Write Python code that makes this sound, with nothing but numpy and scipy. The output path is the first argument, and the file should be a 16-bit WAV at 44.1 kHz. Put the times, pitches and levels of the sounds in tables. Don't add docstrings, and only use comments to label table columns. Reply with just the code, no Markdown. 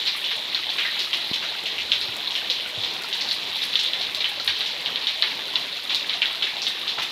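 import sys
import numpy as np
from scipy import signal
from scipy.fft import rfft, irfft
from scipy.io import wavfile

SR = 44100
rng = np.random.default_rng(int(sys.argv[2]) if len(sys.argv) > 2 else 0)


def inscribe(sig):
    pcm = np.round(np.clip(np.atleast_2d(sig).T, -1, 1) * 32767)
    wavfile.write(sys.argv[1], SR, pcm.astype(np.int16))


N = 313551

# f/Hz, level/dB
WASH_SPECTRUM = [(25, -44), (50, -30), (90, -12), (160, -4), (350, -1), (600, -2), (1000, 1), (1400, -6.5),
                 (2200, -2), (3500, -9.5), (5500, -9), (8000, -31), (16000, -33)]
# f/Hz, level/dB
PATTER_SPECTRUM = [(400, -27), (1300, -17), (1900, -4.5), (2500, -0.5), (3200, 4), (3950, 6), (4800, -6.5),
                   (6000, -18.5), (8000, -24.5), (16000, -44)]
# t/s, level/dB
RAIN_STRENGTH = [(0.0, 1), (0.5, -1.1), (0.95, 3), (1.55, -1), (2.35, 0.5), (2.9, -1), (3.75, 1.5),
                 (4.35, -1.4), (5.3, 0.5), (5.7, -1), (7.11, -0.8)]
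# f/Hz, level/dB
DROPLET_SPECTRUM = [(3000, 9), (5500, -5.5), (8000, -2.5), (10000, -2), (11800, 1.5), (14000, -3),
                    (16000, -7.5)]
# t/s, relative smack level/dB, relative spray level/dB, crater f/Hz, tilt/(dB/octave)
EAVE_DRIPS = [(0.0655, -16, -20.5, 4180, 0.5), (0.3073, -14, -24.5, 3730, -2.5),
              (0.5469, -7, -24, 4070, -0.5), (0.7835, -15, -20, 2720, -2.5),
              (0.848, -23, -23.5, 1840, -4.5), (0.9895, -25, -23.5, 4140, 9), (1.131, -7, -21, 3040, 1.5),
              (1.3335, -9.5, -23.5, 3020, 6.5), (1.4249, -24, -27, 1290, 2), (1.6567, -13, -23, 3020, 3),
              (1.782, -12.5, -25, 2740, 0), (1.9185, 0.5, -19, 3300, 2.5), (2.3532, -8, -23.5, 3180, 3),
              (2.4997, -6, -22, 3610, 6), (2.8363, -8, -24.5, 3600, 4), (3.128, -9, -24.5, 3300, 8),
              (3.289, -11, -31.5, 4190, 7), (3.312, -6.5, -25.5, 4030, 6), (3.6173, -17, -22.5, 3740, 2),
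              (3.7556, -1.5, -23, 3420, 3.5), (3.7918, -8, -23, 3530, 11), (3.9341, -5.5, -27, 3500, -1.5),
              (4.0127, -10, -24.5, 3700, 4), (4.1479, -8.5, -27.5, 3950, 4),
              (4.2057, -10.5, -25.5, 3700, -2), (4.2436, -6.5, -24, 3030, -3),
              (4.4766, -4, -19, 3820, -2.5), (4.6075, -8, -24.5, 3950, -3.5),
              (4.6589, -17, -25.5, 3200, 6.5), (4.8602, -7.5, -28.5, 3220, -1),
              (4.9585, -6, -30, 3610, -4.5), (5.07, -5, -21.5, 3620, 0.5), (5.2235, 0, -20.5, 4000, -5.5),
              (5.5567, -2, -24, 3680, -0.5), (5.8959, -11, -22, 3460, 0), (5.947, -3.5, -23, 4030, 5.5),
              (6.0956, -6, -26, 3940, -4.5), (6.2192, -1.5, -20.5, 3020, -2.5),
              (6.257, -7, -27.5, 3560, -1), (6.4238, -7, -22, 3240, 0), (6.4686, -18, -27.5, 2110, 0),
              (6.6677, -6, -25.5, 3560, 4), (6.8791, -8.5, -24, 3610, 2), (6.9838, -20, -26, 1190, 0.5),
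              (7.0177, -20, -26.5, 2750, 7)]
# f/Hz, level/dB
SPLAT_SPECTRUM = [(200, -37), (600, -19.5), (1300, -9), (1900, -1.5), (2500, -1), (3200, 0), (4050, 0.5),
                  (4800, -7.5), (5700, -13), (7500, -27.5), (12000, -40), (16000, -50)]
# t/s, relative level/dB
NEAR_TICKS = [(0.165, -27), (0.209, -27), (2.1659, -25.5), (2.6774, -28.5), (3.0197, -26.5),
              (3.1522, -26.5), (3.328, -25), (3.6392, -23), (4.147, -24.5), (4.2912, -24.5), (4.447, -20.5),
              (5.9462, -22), (6.6806, -27.5), (7.0264, -22.5)]
# t/s, relative level/dB, mid bubble f/Hz
PUDDLE_PLOPS = [(0.646, -34, 796), (1.486, -31, 760), (2.274, -34, 980), (3.244, -34.5, 734),
                (4.354, -35, 655), (4.739, -37.5, 616), (5.903, -34.5, 1020), (6.533, -34.5, 840),
                (6.969, -27, 854)]
# t/s, peak level/dB, f/Hz, t60/s
MIC_BUMPS = [(1.3136, -19, 190, 0.016), (2.086, -38, 119, 0.11), (2.575, -48, 85, 0.076),
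             (2.776, -33, 109, 0.14), (3.734, -40, 175, 0.048), (4.49, -41, 95, 0.13)]
# mid t/s, length/s, level at top speed/dB
MIC_SWINGS = [(1.92, 0.65, -53), (2.83, 0.35, -60), (4.3, 1, -62)]
# f/Hz, level/dB
RUMBLE_SPECTRUM = [(20, -30), (32, -23), (50, -7), (80, 4), (130, -12), (260, -2), (700, -56)]


def from_db(db):
    return 10 ** (np.asarray(db) / 20)


def unit_rms(x):
    return x / np.sqrt(np.mean(x ** 2) + 1e-20)


def unit_peak(x):
    return x / (np.abs(x).max() + 1e-20)


def add(out, start_s, sound):
    start = int(np.clip(round(start_s * SR), 0, N))
    out[start:start + len(sound)] += sound[:N - start]


def drift(rate_hz):
    knots = rng.standard_normal(4096)
    return np.interp(np.arange(N) / SR * rate_hz, np.arange(len(knots)), knots)


def response(spectrum, tilt_db_oct=0, size=512):
    hz = np.maximum(np.arange(size // 2 + 1) * SR / size, 1)
    points_hz, points_db = np.transpose(spectrum)
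    octaves = np.log2(np.clip(hz, 1100, 6500))
    level_db = np.interp(np.log(hz), np.log(points_hz), points_db) + tilt_db_oct * octaves
    cepstrum = irfft(np.log(from_db(level_db)))
    causal = np.r_[0, 2 * cepstrum[1:size // 2]]
    pulse = irfft(np.exp(rfft(causal, size)))
    return pulse / np.linalg.norm(pulse)


def convolve(x, pulse):
    return signal.fftconvolve(x, pulse)[:len(x)]


def resonance(x, hz, q):
    return signal.lfilter(*signal.iirpeak(min(hz, .45 * SR), max(q, 1), fs=SR), x + 1e-18)


def stray_events(per_s, level_db, spread_db):
    jitter, strength = rng.random((128, 2)).T
    times_s = (np.arange(len(jitter)) + jitter) / per_s
    return np.c_[times_s, level_db + spread_db * (2 * strength - 1)][times_s < N / SR]


def droplets(per_s, spread_db, length=N):
    draw = rng.random(length) * SR / per_s
    hits = np.flatnonzero(draw < 1)
    sizes = np.minimum(-np.log(draw[hits] + 1e-9), 4)
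    clicks = np.zeros(length)
    clicks[hits] = from_db(spread_db * sizes) * (-1.0) ** hits
    return unit_rms(clicks)


def shower(low_hz, high_hz, per_s, q, spread_db, clump_db, clump_hz, sizes):
    out = np.zeros(N)
    for hz in np.geomspace(low_hz, high_hz, sizes):
        drops = droplets(per_s, spread_db) * from_db(clump_db * drift(clump_hz))
        out += resonance(drops, hz, q)
    return unit_rms(out)


def wash(level_db=-42, waver_db=2.5):
    drops = droplets(per_s=9000, spread_db=1.5) * from_db(waver_db * drift(rate_hz=12))
    return from_db(level_db) * unit_rms(convolve(drops, response(WASH_SPECTRUM, size=4096)))


def patter(level_db, sheet_db=-2.5):
    drops = shower(1180, 7130, per_s=420, q=6.1, spread_db=2.5, clump_db=3.5, clump_hz=22, sizes=14)
    sheet = from_db(sheet_db) * resonance(drops, hz=3452, q=110)
    return from_db(level_db) * unit_rms(convolve(drops + sheet, response(PATTER_SPECTRUM)))


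def fine_spray(level_db, clump_db=1, fizz_db=4):
    clicks = droplets(per_s=11000, spread_db=2.5) * from_db(clump_db * drift(rate_hz=50))
    fizz = shower(5090, 14250, per_s=970, q=32, spread_db=5.5, clump_db=2.5, clump_hz=14, sizes=18)
    spray = convolve(clicks + from_db(fizz_db) * fizz, response(DROPLET_SPECTRUM))
    return from_db(level_db) * unit_rms(spray)


def gurgle(level_db=-45):
    bubbles = shower(341, 2104, per_s=22, q=27, spread_db=5, clump_db=1.5, clump_hz=10, sizes=26)
    return from_db(level_db) * bubbles


def crater(pulse, hz, q=2.96, boost_db=6.5):
    hollow = pulse + from_db(boost_db) * resonance(pulse, hz, q)
    return hollow / np.linalg.norm(hollow)


def porch_echoes(floor_s=0.0046, wall_s=(0.001476, 0.016), echo_db=-11.5):
    paths = np.zeros(SR // 30)
    paths[0] = 1
    add(paths, floor_s * rng.uniform(.9, 1.1), from_db([echo_db]))
    for delay_s in rng.uniform(*wall_s, 6):
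        add(paths, delay_s, rng.choice([-1, 1]) * from_db([echo_db]))
    return paths


def splat(smack_db, spray_db, hz, tilt_db_oct, spray_t60_s=0.38, attack_s=0.0022,
          crown_db=-4.5, crown_t60_s=0.09, small_pitch_ratio=1.09, shrink_s=0.073, smack_q=1.9):
    t = np.arange(SR // 3) / SR
    pulse = response(SPLAT_SPECTRUM, tilt_db_oct)
    attack = np.clip(t / attack_s, 0, 1) ** 2
    decay = from_db(-60 * t / spray_t60_s) + from_db(crown_db - 60 * t / crown_t60_s)
    spray = from_db(spray_db) * attack * decay * droplets(per_s=4500, spread_db=3, length=len(t))
    is_small = rng.random(len(t)) < (t / shrink_s) ** 2
    out = convolve(spray * ~is_small, crater(pulse, hz))
    out += convolve(spray * is_small, crater(pulse, hz * small_pitch_ratio))
    ring = resonance(crater(pulse, hz), hz, smack_q)
    smack = resonance(ring, hz, smack_q / 2) + 0.14 * pulse
    add(out, 0, from_db(smack_db) * unit_peak(smack))
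    return convolve(out, porch_echoes())


def eave_drips(smack_gain_db=-1, spray_gain_db=-3, small_hz=3550, smack_over_spray_db=18.5):
    out = np.zeros(N)
    for start_s, smack_db, spray_db, hz, tilt_db_oct in EAVE_DRIPS:
        add(out, start_s, splat(smack_db + smack_gain_db, spray_db + spray_gain_db, hz, tilt_db_oct))
    for start_s, spray_db in stray_events(per_s=5, level_db=-35, spread_db=5):
        hz = small_hz * np.exp(rng.normal(0, 0.15))
        tilt_db_oct = rng.normal(3.5, 4.5)
        add(out, start_s, splat(spray_db + smack_over_spray_db, spray_db, hz, tilt_db_oct))
    return out


def ticks(snap_gain_db=3.5, scatter_gain_db=-14, t60_s=0.18):
    out, t = np.zeros(N), np.arange(SR // 8) / SR
    for start_s, level_db in [*NEAR_TICKS, *stray_events(per_s=4, level_db=-31, spread_db=1.5)]:
        pulse = crater(response(DROPLET_SPECTRUM), hz=rng.uniform(5300, 10500), q=2.8, boost_db=9)
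        envelope = from_db(level_db + scatter_gain_db - 60 * t / t60_s)
        scatter = envelope * droplets(per_s=3000, spread_db=7, length=len(t))
        add(out, start_s, from_db(level_db + snap_gain_db) * unit_peak(pulse))
        add(out, start_s, convolve(scatter, pulse))
    return out


def plops(gain_db=2, t60_cycles=24, pitch_spread=0.18, cluster_s=0.055, chirp_per_s=2, bubbles=11):
    out, t = np.zeros(N), np.arange(SR // 10) / SR
    faint = [(s, db, 725) for s, db in stray_events(per_s=1.6, level_db=-37.5, spread_db=0.5)]
    for start_s, level_db, mid_hz in [*PUDDLE_PLOPS, *faint]:
        for delay, pitch, weakness in rng.random((bubbles, 3)):
            hz = mid_hz * np.exp(pitch_spread * (2 * pitch - 1))
            envelope = from_db(level_db + gain_db - 10 * weakness - 60 * t * hz / t60_cycles)
            tone = np.sin(2 * np.pi * hz * t * (1 + chirp_per_s * t))
            add(out, start_s + delay * cluster_s, envelope * tone)
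    return out


def bumps(muffle_hz=1300):
    out, t = np.zeros(N), np.arange(SR // 5) / SR
    muffle = signal.butter(2, muffle_hz, fs=SR, output="sos")
    for start_s, peak_db, hz, t60_s in MIC_BUMPS:
        thud = -np.cos(2 * np.pi * hz * t) * from_db(-60 * t / t60_s)
        add(out, start_s, from_db(peak_db) * unit_peak(signal.sosfilt(muffle, thud)))
    return out


def swing_rumble(still_db=-71.5, waver_db=3.5):
    flow = np.full(N, from_db(still_db))
    for mid_s, length_s, level_db in MIC_SWINGS:
        add(flow, mid_s - length_s / 2, from_db(level_db) * np.hanning(int(length_s * SR)))
    air = unit_rms(convolve(rng.standard_normal(N), response(RUMBLE_SPECTRUM, size=8192)))
    return air * flow * from_db(waver_db * drift(rate_hz=14))


def scene():
    strength_db = np.interp(np.arange(N) / SR, *np.transpose(RAIN_STRENGTH))
    rain = wash() + patter(level_db=strength_db - 30) + fine_spray(level_db=strength_db - 51)
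    drops = ticks() + eave_drips() + plops()
    return (rain + drops + gurgle() + bumps() + swing_rumble())[None]


def record(dry, low_cut_hz=55, high_cut_hz=15750):
    thin = signal.sosfilt(signal.butter(3, low_cut_hz, "high", fs=SR, output="sos"), dry)
    return signal.sosfilt(signal.ellip(12, .1, 80, high_cut_hz, fs=SR, output="sos"), thin)


dry = scene()
out = record(dry)
inscribe(out)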